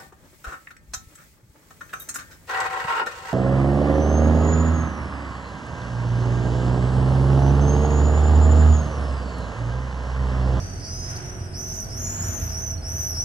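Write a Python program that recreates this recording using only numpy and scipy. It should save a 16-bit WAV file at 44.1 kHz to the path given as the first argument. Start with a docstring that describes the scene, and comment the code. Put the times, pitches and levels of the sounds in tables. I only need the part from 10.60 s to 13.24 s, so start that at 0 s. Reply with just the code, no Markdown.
"""Swifts scream high over trees and houses on a calm evening.
Each scream swoops up to a shrill arch, buzzing fast; most break into a slow stutter as they sink.
The shrill note is the voice's second harmonic. Trees and walls scatter the calls.
Behind them: the far flock's shimmer, distant traffic rumble, engine hums, light wind, a high hiss."""
import sys
import numpy as np
from scipy import signal
from scipy.fft import rfft, irfft, next_fast_len
from scipy.io import wavfile

SR = 44100
rng = np.random.default_rng(int(sys.argv[2]) if len(sys.argv) > 2 else 0)


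def file_out(sig):
    """Save sig as 16-bit WAV at sys.argv[1]."""
    # one column per channel
    cols = np.atleast_2d(sig).T
    # limit, then scale
    lim = np.clip(cols, -1, 1)
    pcm = np.round(lim * 32767).astype(np.int16)
    wavfile.write(sys.argv[1], SR, pcm)


N = 116424
T = np.arange(N) / SR

# Near screams: start_s, length_s, top_hz, swoop_hz, crest_s, arch_hz_per_s2, level_db,
# overtones_db, stutter_s, stutter_hz, left_minus_right_db (crest_s, stutter_s count from start_s)
SCREAMS = [ (-.15, 0.33, 6100, 510, 0.22, 14000, -51.5, -17, 0.52, 67, 10),
           (-.1, 0.4, 4690, 302, 0.12, 5980, -50, -12, 0.2, 57, 1),
           (0.187, 0.56, 6230, 241, 0.26, 21200, -40.5, -10, 0.19, 71, -2.5),
           (.2, 0.12, 5915, 153, .07, 24900, -40, -19, .11, 70, 2),
           (0.222, 0.39, 5220, 200, .28, 7000, -39.5, -3.5, 0.257, 36.4, -1.5),
           (0.608, 0.18, 5900, 510.5, 0.097, 34200, -43, -12, .12, 27.5, -0.5),
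           (0.741, 0.14, 5684, 47, 0.088, 8000, -46.5, -7, .1, 59, 1),
           (0.788, 0.21, 5180, 150, 0.13, 15000, -51.5, -9, 0.23, 30, 6),
           (0.934, 0.325, 6137, 702, 0.15, 14940, -33.5, -1, 0.24, 72, -2.5),
           (0.931, 0.2, 5860, 704, 0.17, 22670, -37, -19, 0.11, 58, -2),
           (1.289, 0.26, 5882, 599, 0.16, 19980, -36, -3.5, 0.19, 32, -2),
           (1.357, 0.65, 6935, 733, 0.22, 11130, -30, -0.5, 0.25, 50, 1),
           (1.611, 0.41, 6138, 956, 0.15, 12500, -33, 1.5, .217, 76, 0),
           (1.912, 0.25, 6090, 557, 0.12, 36070, -30.5, -5.5, 0.166, 31.7, -3),
           (2.218, 0.39, 6045, 907.5, 0.15, 16120, -33, -10.5, .25, 49, 1.5),
           (2.37, 0.089, 5900, 0, 0, 42300, -34, -3, .1, 50, 1),
           (2.25, 0.31, 6030, 697, 0.14, 15010, -30.5, 0.5, 0.3, 66, -2.5),
           (2.546, .33, 6050, 853, 0.15, 16170, -24.5, -11.5, .25, 55, 1)]
# Voice harmonics 3, 4, 5: relative_db
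OVERTONES_DB = [-20.5, -18, -33]
# Single pulses jumping out of the stutter: time_s, pitch_hz, level_db
CHIPS = [(.505, 5450, -38), (.56, 5950, -39), (.565, 4560, -38.5), (1.139, 6910, -35), (1.157, 6840, -36),
         (1.18, 6800, -38), (1.206, 5930, -31), (1.22, 5870, -34), (1.25, 4770, -42), (1.505, 5680, -34),
         (1.54, 5710, -38), (1.573, 4260, -47), (1.75, 6560, -28), (1.775, 6710, -30), (1.801, 6600, -27),
         (1.895, 4980, -43), (2.113, 5850, -36), (2.18, 4410, -42.5)]
# Far flock envelope: time_s, level_db
FLOCK_LEVEL = [(0, -40.5), (.2, -44.5), (.45, -37), (.68, -41.5), (.9, -56.5), (1.1, -33.5), (1.3, -42.5),
               (1.75, -39.5), (2.05, -39), (2.2, -53), (2.4, -39.5), (2.64, -40)]
# Far flock spectrum: freq_hz, gain_db
FLOCK_SPECTRUM = [(3500, -23.5), (4500, -14), (5200, -2), (5900, 11), (6400, 1.5), (7100, -22), (9000, -18),
                  (11800, -15.5), (13500, -58)]
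# Traffic envelope: time_s, level_db
RUMBLE_LEVEL = [(0, -31.5), (.3, -34), (.5, -32.5), (.9, -34.5), (1.1, -33.5), (1.55, -33), (1.75, -31),
                (1.95, -34), (2.35, -34), (2.64, -34.5)]
# Traffic spectrum: freq_hz, gain_db
RUMBLE_SPECTRUM = [(15, -13), (25, -41), (36, -10), (50, 4), (65, -6), (90, 1), (125, -3.5), (160, -10.5),
                   (210, -14), (280, -19.5), (400, -20.5), (520, -24.5), (700, -22.5), (1000, -33),
                   (1600, -67)]
# Distant engines: start_s, length_s, pitch_hz, level_db
HUMS = [(-0.19, 1.6, 91.5, -38.5), (1.236, 0.69, 95, -36.5), (1.573, 1.08, 80.7, -33),
        (0.467, 0.76, 367, -51.5), (1.283, 0.63, 239, -47.5), (-.2, 1.28, 655, -59.5),
        (0.97, 1.9, 653, -54.5)]
# Breeze envelope: time_s, level_db
BREEZE_LEVEL = [(0.0, -52), (0.41, -55), (0.53, -48), (0.88, -54.5), (1.27, -55.5), (1.68, -47),
                (2.21, -56), (2.31, -52), (2.64, -54.5)]
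# Breeze spectrum: freq_hz, gain_db
BREEZE_SPECTRUM = [(300, -18.5), (700, -2), (1050, -3.5), (1500, 1.5), (2100, -6.5), (3000, -9.5),
                   (3800, -16), (6000, -22), (9000, -55)]
# Hiss spectrum: freq_hz, gain_db
HISS_SPECTRUM = [(3000, -63), (6000, -22), (7300, -7.5), (8400, 3.5), (10500, -7), (12000, -19),
                 (13500, -10), (15400, -22)]
# Left-right likeness of the noise beds: freq_hz, correlation
STEREO_CORRELATION = [(60, 0.93), (130, 0.93), (280, 0.87), (600, 0.32), (1300, -0.28), (2600, 0.095),
                      (9000, -0.58)]
# Left microphone response: freq_hz, gain_db
LEFT_MIC = [(60, -1.5), (400, -1.5), (1500, 0), (4000, -2), (7000, -3), (7450, 0.5), (8000, 3.5), (9000, 3),
            (12000, 4.5), (13000, 1.5), (15000, -8.5)]
# Right microphone response: freq_hz, gain_db
RIGHT_MIC = [(60, -0.5), (400, 3.5), (1500, 2.5), (4000, 0), (7000, -2.5), (7450, 3), (7900, -22),
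             (8700, -12.5), (12000, -5), (13000, -11), (15000, -17)]

ATTACK_S, RELEASE_S, FADE_DB_PER_S = 0.0056, 0.032, 80
SWOOP_S, SWOOP_QUIET_DB, SWELL_S = 0.023, 13, 0.018
BUZZ_HZ, BUZZ_SLOWING_PER_S, BUZZ_DEPTH, BUZZ_SWING_HZ = 252, 1, 0.49, -27
STUTTER_SWING_HZ, JITTER_HZ, WAVER_HZ, FLUTTER_DB = 48, 21.5, 31.9, 1
RASP_DB, RASP_WIDTH_HZ, RASP_BELOW_HZ = -15.5, 700, 150
OVERTONE_RASP_DB, OVERTONE_FLUTTER_DB, THIRD_FADE_DB_PER_S = -4.5, 1.85, 58


def amp(db):
    """Decibels to gain."""
    return 10 ** (np.asarray(db) / 20)


def unit_rms(x):
    """Scale to rms 1."""
    return x / np.sqrt(np.mean(np.abs(x) ** 2) + 1e-20)


def log_interp(rows, hz):
    """Interpolate (freq_hz, value) rows on a log axis."""
    freq_hz, values = np.transpose(rows)
    return np.interp(np.log(hz + 1), np.log(freq_hz + 1), values)


def gain_curve(rows):
    """Gain per sample from (time_s, level_db) rows."""
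    return amp(np.interp(T, *np.transpose(rows)))


def ramp(u):
    """Smooth step from 0 to 1."""
    return np.sin(np.pi / 2 * np.clip(u, 0, 1)) ** 2


def wobble(knots_per_s, t):
    """Smooth random curve, rms about 1."""
    curve = signal.resample_poly(rng.standard_normal(1024), 4, 1)
    return np.interp(t * knots_per_s * 4, np.arange(len(curve)), curve)


def phase_rad(hz):
    """Running phase of a frequency curve, random start."""
    return 2 * np.pi * (np.cumsum(hz) / SR + rng.random())


def filtered(x, response):
    """Apply a frequency response by FFT."""
    size = next_fast_len(N + SR // 2)
    return irfft(rfft(x, size) * response(np.fft.rfftfreq(size, 1 / SR)), size)[..., :N]


def stereo_noise(spectrum):
    """Shaped noise of rms 1, nearly mono in the bass."""
    def mid_side_gains(hz):
        angle = np.arccos(np.clip(log_interp(STEREO_CORRELATION, hz), -1, 1)) / 2
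        return amp(log_interp(spectrum, hz)) * [np.cos(angle), np.sin(angle)]
    mid, side = filtered(rng.standard_normal((2, N)), mid_side_gains)
    return unit_rms(np.array([mid + side, mid - side]))


def add(out, start_s, sound):
    """Mix a stereo sound in at start_s."""
    at = round(start_s * SR)
    part = sound[:, max(-at, 0):N - at]
    out[:, max(at, 0):][:, :part.shape[1]] += part


def scream(t, length_s, top_hz, swoop_hz, crest_s, arch_hz_per_s2, overtones_db, stutter_s, stutter_hz):
    """Arched whistle with a rasp just under it, chopped by a fast buzz, then a fading stutter."""
    buzz_hz = BUZZ_HZ * np.exp(-BUZZ_SLOWING_PER_S * t) * (1 + 0.0775 * wobble(60.6, t))
    buzz = np.sin(phase_rad(buzz_hz))
    into_stutter_s = t - stutter_s
    stutter = np.cos(2 * np.pi * stutter_hz * into_stutter_s + 0.068 * wobble(31, t))
    stutter *= ramp(into_stutter_s / 0.011 + 0.5)
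    pitch_hz = top_hz - swoop_hz * np.exp(-t / SWOOP_S) - arch_hz_per_s2 * (t - crest_s) ** 2
    pitch_hz += BUZZ_SWING_HZ * buzz + STUTTER_SWING_HZ * stutter
    pitch_hz += JITTER_HZ * wobble(900, t) + WAVER_HZ * wobble(29, t)
    fundamental_rad = phase_rad(pitch_hz / 2)
    rasp = amp(RASP_DB) * roughness(t) * np.exp(-2j * np.pi * RASP_BELOW_HZ * t)
    whistle = np.real((1 + rasp) * np.exp(2j * fundamental_rad)) * amp(FLUTTER_DB * wobble(21.6, t))
    pulse = 1 + BUZZ_DEPTH * buzz
    voice = pulse * whistle + amp(overtones_db) * pulse ** 2 * overtones(fundamental_rad, t)
    gate = ramp(t / ATTACK_S) * ramp((length_s - t) / RELEASE_S)
    swell_db = -SWOOP_QUIET_DB * np.exp(-t / SWELL_S)
    fade_db = -FADE_DB_PER_S * np.maximum(into_stutter_s, 0)
    return voice * gate * amp(swell_db + fade_db) * (1 + stutter)


def roughness(t):
    """Complex narrowband noise that spreads a harmonic into a rasp."""
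    return wobble(RASP_WIDTH_HZ, t) + 1j * wobble(RASP_WIDTH_HZ, t)


def overtones(fundamental_rad, t):
    """Rough, flickering harmonics above the shrill note; the third flares at the onset."""
    out = 0
    for harmonic, db in enumerate(OVERTONES_DB, 3):
        fade_db = -THIRD_FADE_DB_PER_S * t if harmonic == 3 else 0
        gain = amp(db + fade_db + OVERTONE_FLUTTER_DB * wobble(36.4, t))
        rough = 1 + amp(OVERTONE_RASP_DB) * roughness(t)
        out += gain * np.real(rough * np.exp(1j * harmonic * fundamental_rad))
    return out


def chip(t, pitch_hz, half_width_s=0.0045, jitter_hz=112, overtones_db=3.5):
    """One Gaussian pulse of the voice, centred on t = 0."""
    age_s = t - t[0]
    fundamental_rad = phase_rad((pitch_hz + jitter_hz * wobble(722, age_s)) / 2)
    voice = np.sin(2 * fundamental_rad) + amp(overtones_db) * overtones(fundamental_rad, age_s)
    return np.exp(-(t / half_width_s) ** 2) * voice


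def outdoors(call, t60_s=0.39, scatter_db=-4.5, reflections=8, reflections_db=-6):
    """Direct sound, ground and wall reflections, and scatter from the trees."""
    t = T[:SR // 2]
    scatter = rng.standard_normal((2, len(t))) * amp(-60 * t / t60_s) * ramp(t / 0.0045)
    impulse = amp(scatter_db) * unit_rms(scatter) / np.sqrt(len(t))
    impulse[:, 0] += 1
    for channel in impulse:
        taps = (SR * rng.uniform(0.0005, 0.02, reflections)).astype(int)
        strengths = unit_rms(rng.standard_normal(reflections)) / np.sqrt(reflections)
        channel[taps] += amp(reflections_db) * strengths
    return signal.fftconvolve(call[None], impulse, axes=1)[:, :N]


def near_swifts(mic_lag_s=0.00004):
    """Screams and chips, reaching the right microphone first."""
    out = np.zeros((2, N))
    for start_s, length_s, *contour, db, overtones_db, stutter_s, stutter_hz, pan_db in SCREAMS:
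        call = scream(T[T < length_s], length_s, *contour, overtones_db, stutter_s, stutter_hz)
        pan = amp([[pan_db / 2], [-pan_db / 2]])
        add(out, start_s, amp(db) * pan * outdoors(call))
    t = np.arange(-0.015, 0.015, 1 / SR)
    for time_s, pitch_hz, db in CHIPS:
        add(out, time_s + t[0], amp(db) * outdoors(chip(t, pitch_hz)))
    delay_s = np.array([[mic_lag_s / 2], [-mic_lag_s / 2]])
    return filtered(out, lambda hz: np.exp(-2j * np.pi * hz * delay_s))


def far_flock(shimmer_db=2.6):
    """The rest of the flock, blurred by distance into a shrill shimmer."""
    shimmer = amp(shimmer_db * wobble(120, T))
    return gain_curve(FLOCK_LEVEL) * shimmer * stereo_noise(FLOCK_SPECTRUM)


def engine_hums(fade_s=0.11, drift_ratio=0.00614):
    """Distant engines: sines drifting in level and pitch."""
    out = np.zeros(N)
    for start_s, length_s, pitch_hz, db in HUMS:
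        peak = np.sqrt(2) * amp(db + wobble(6.14, T))
        tone = np.sin(phase_rad(pitch_hz * (1 + drift_ratio * wobble(8, T))))
        gate = ramp((T - start_s) / fade_s) * ramp((start_s + length_s - T) / fade_s)
        out += peak * tone * gate
    return out


def traffic_rumble():
    """Low noise of far traffic."""
    return gain_curve(RUMBLE_LEVEL) * stereo_noise(RUMBLE_SPECTRUM)


def breeze(boost_db=4.5):
    """Light wind swelling in the trees."""
    return amp(boost_db) * gain_curve(BREEZE_LEVEL) * stereo_noise(BREEZE_SPECTRUM)


def hiss(level_db=-58):
    """Steady high hiss."""
    return amp(level_db) * stereo_noise(HISS_SPECTRUM)


def scene():
    """Birds above, traffic and breeze below."""
    return near_swifts() + far_flock() + engine_hums() + traffic_rumble() + breeze() + hiss()


def record(dry, cutoff_hz=15400):
    """Two band-limited microphones, the right one duller."""
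    def response(hz):
        return amp([log_interp(LEFT_MIC, hz), log_interp(RIGHT_MIC, hz)]) * (hz < cutoff_hz)
    return filtered(dry, response)


dry = scene()
out = record(dry)
file_out(out)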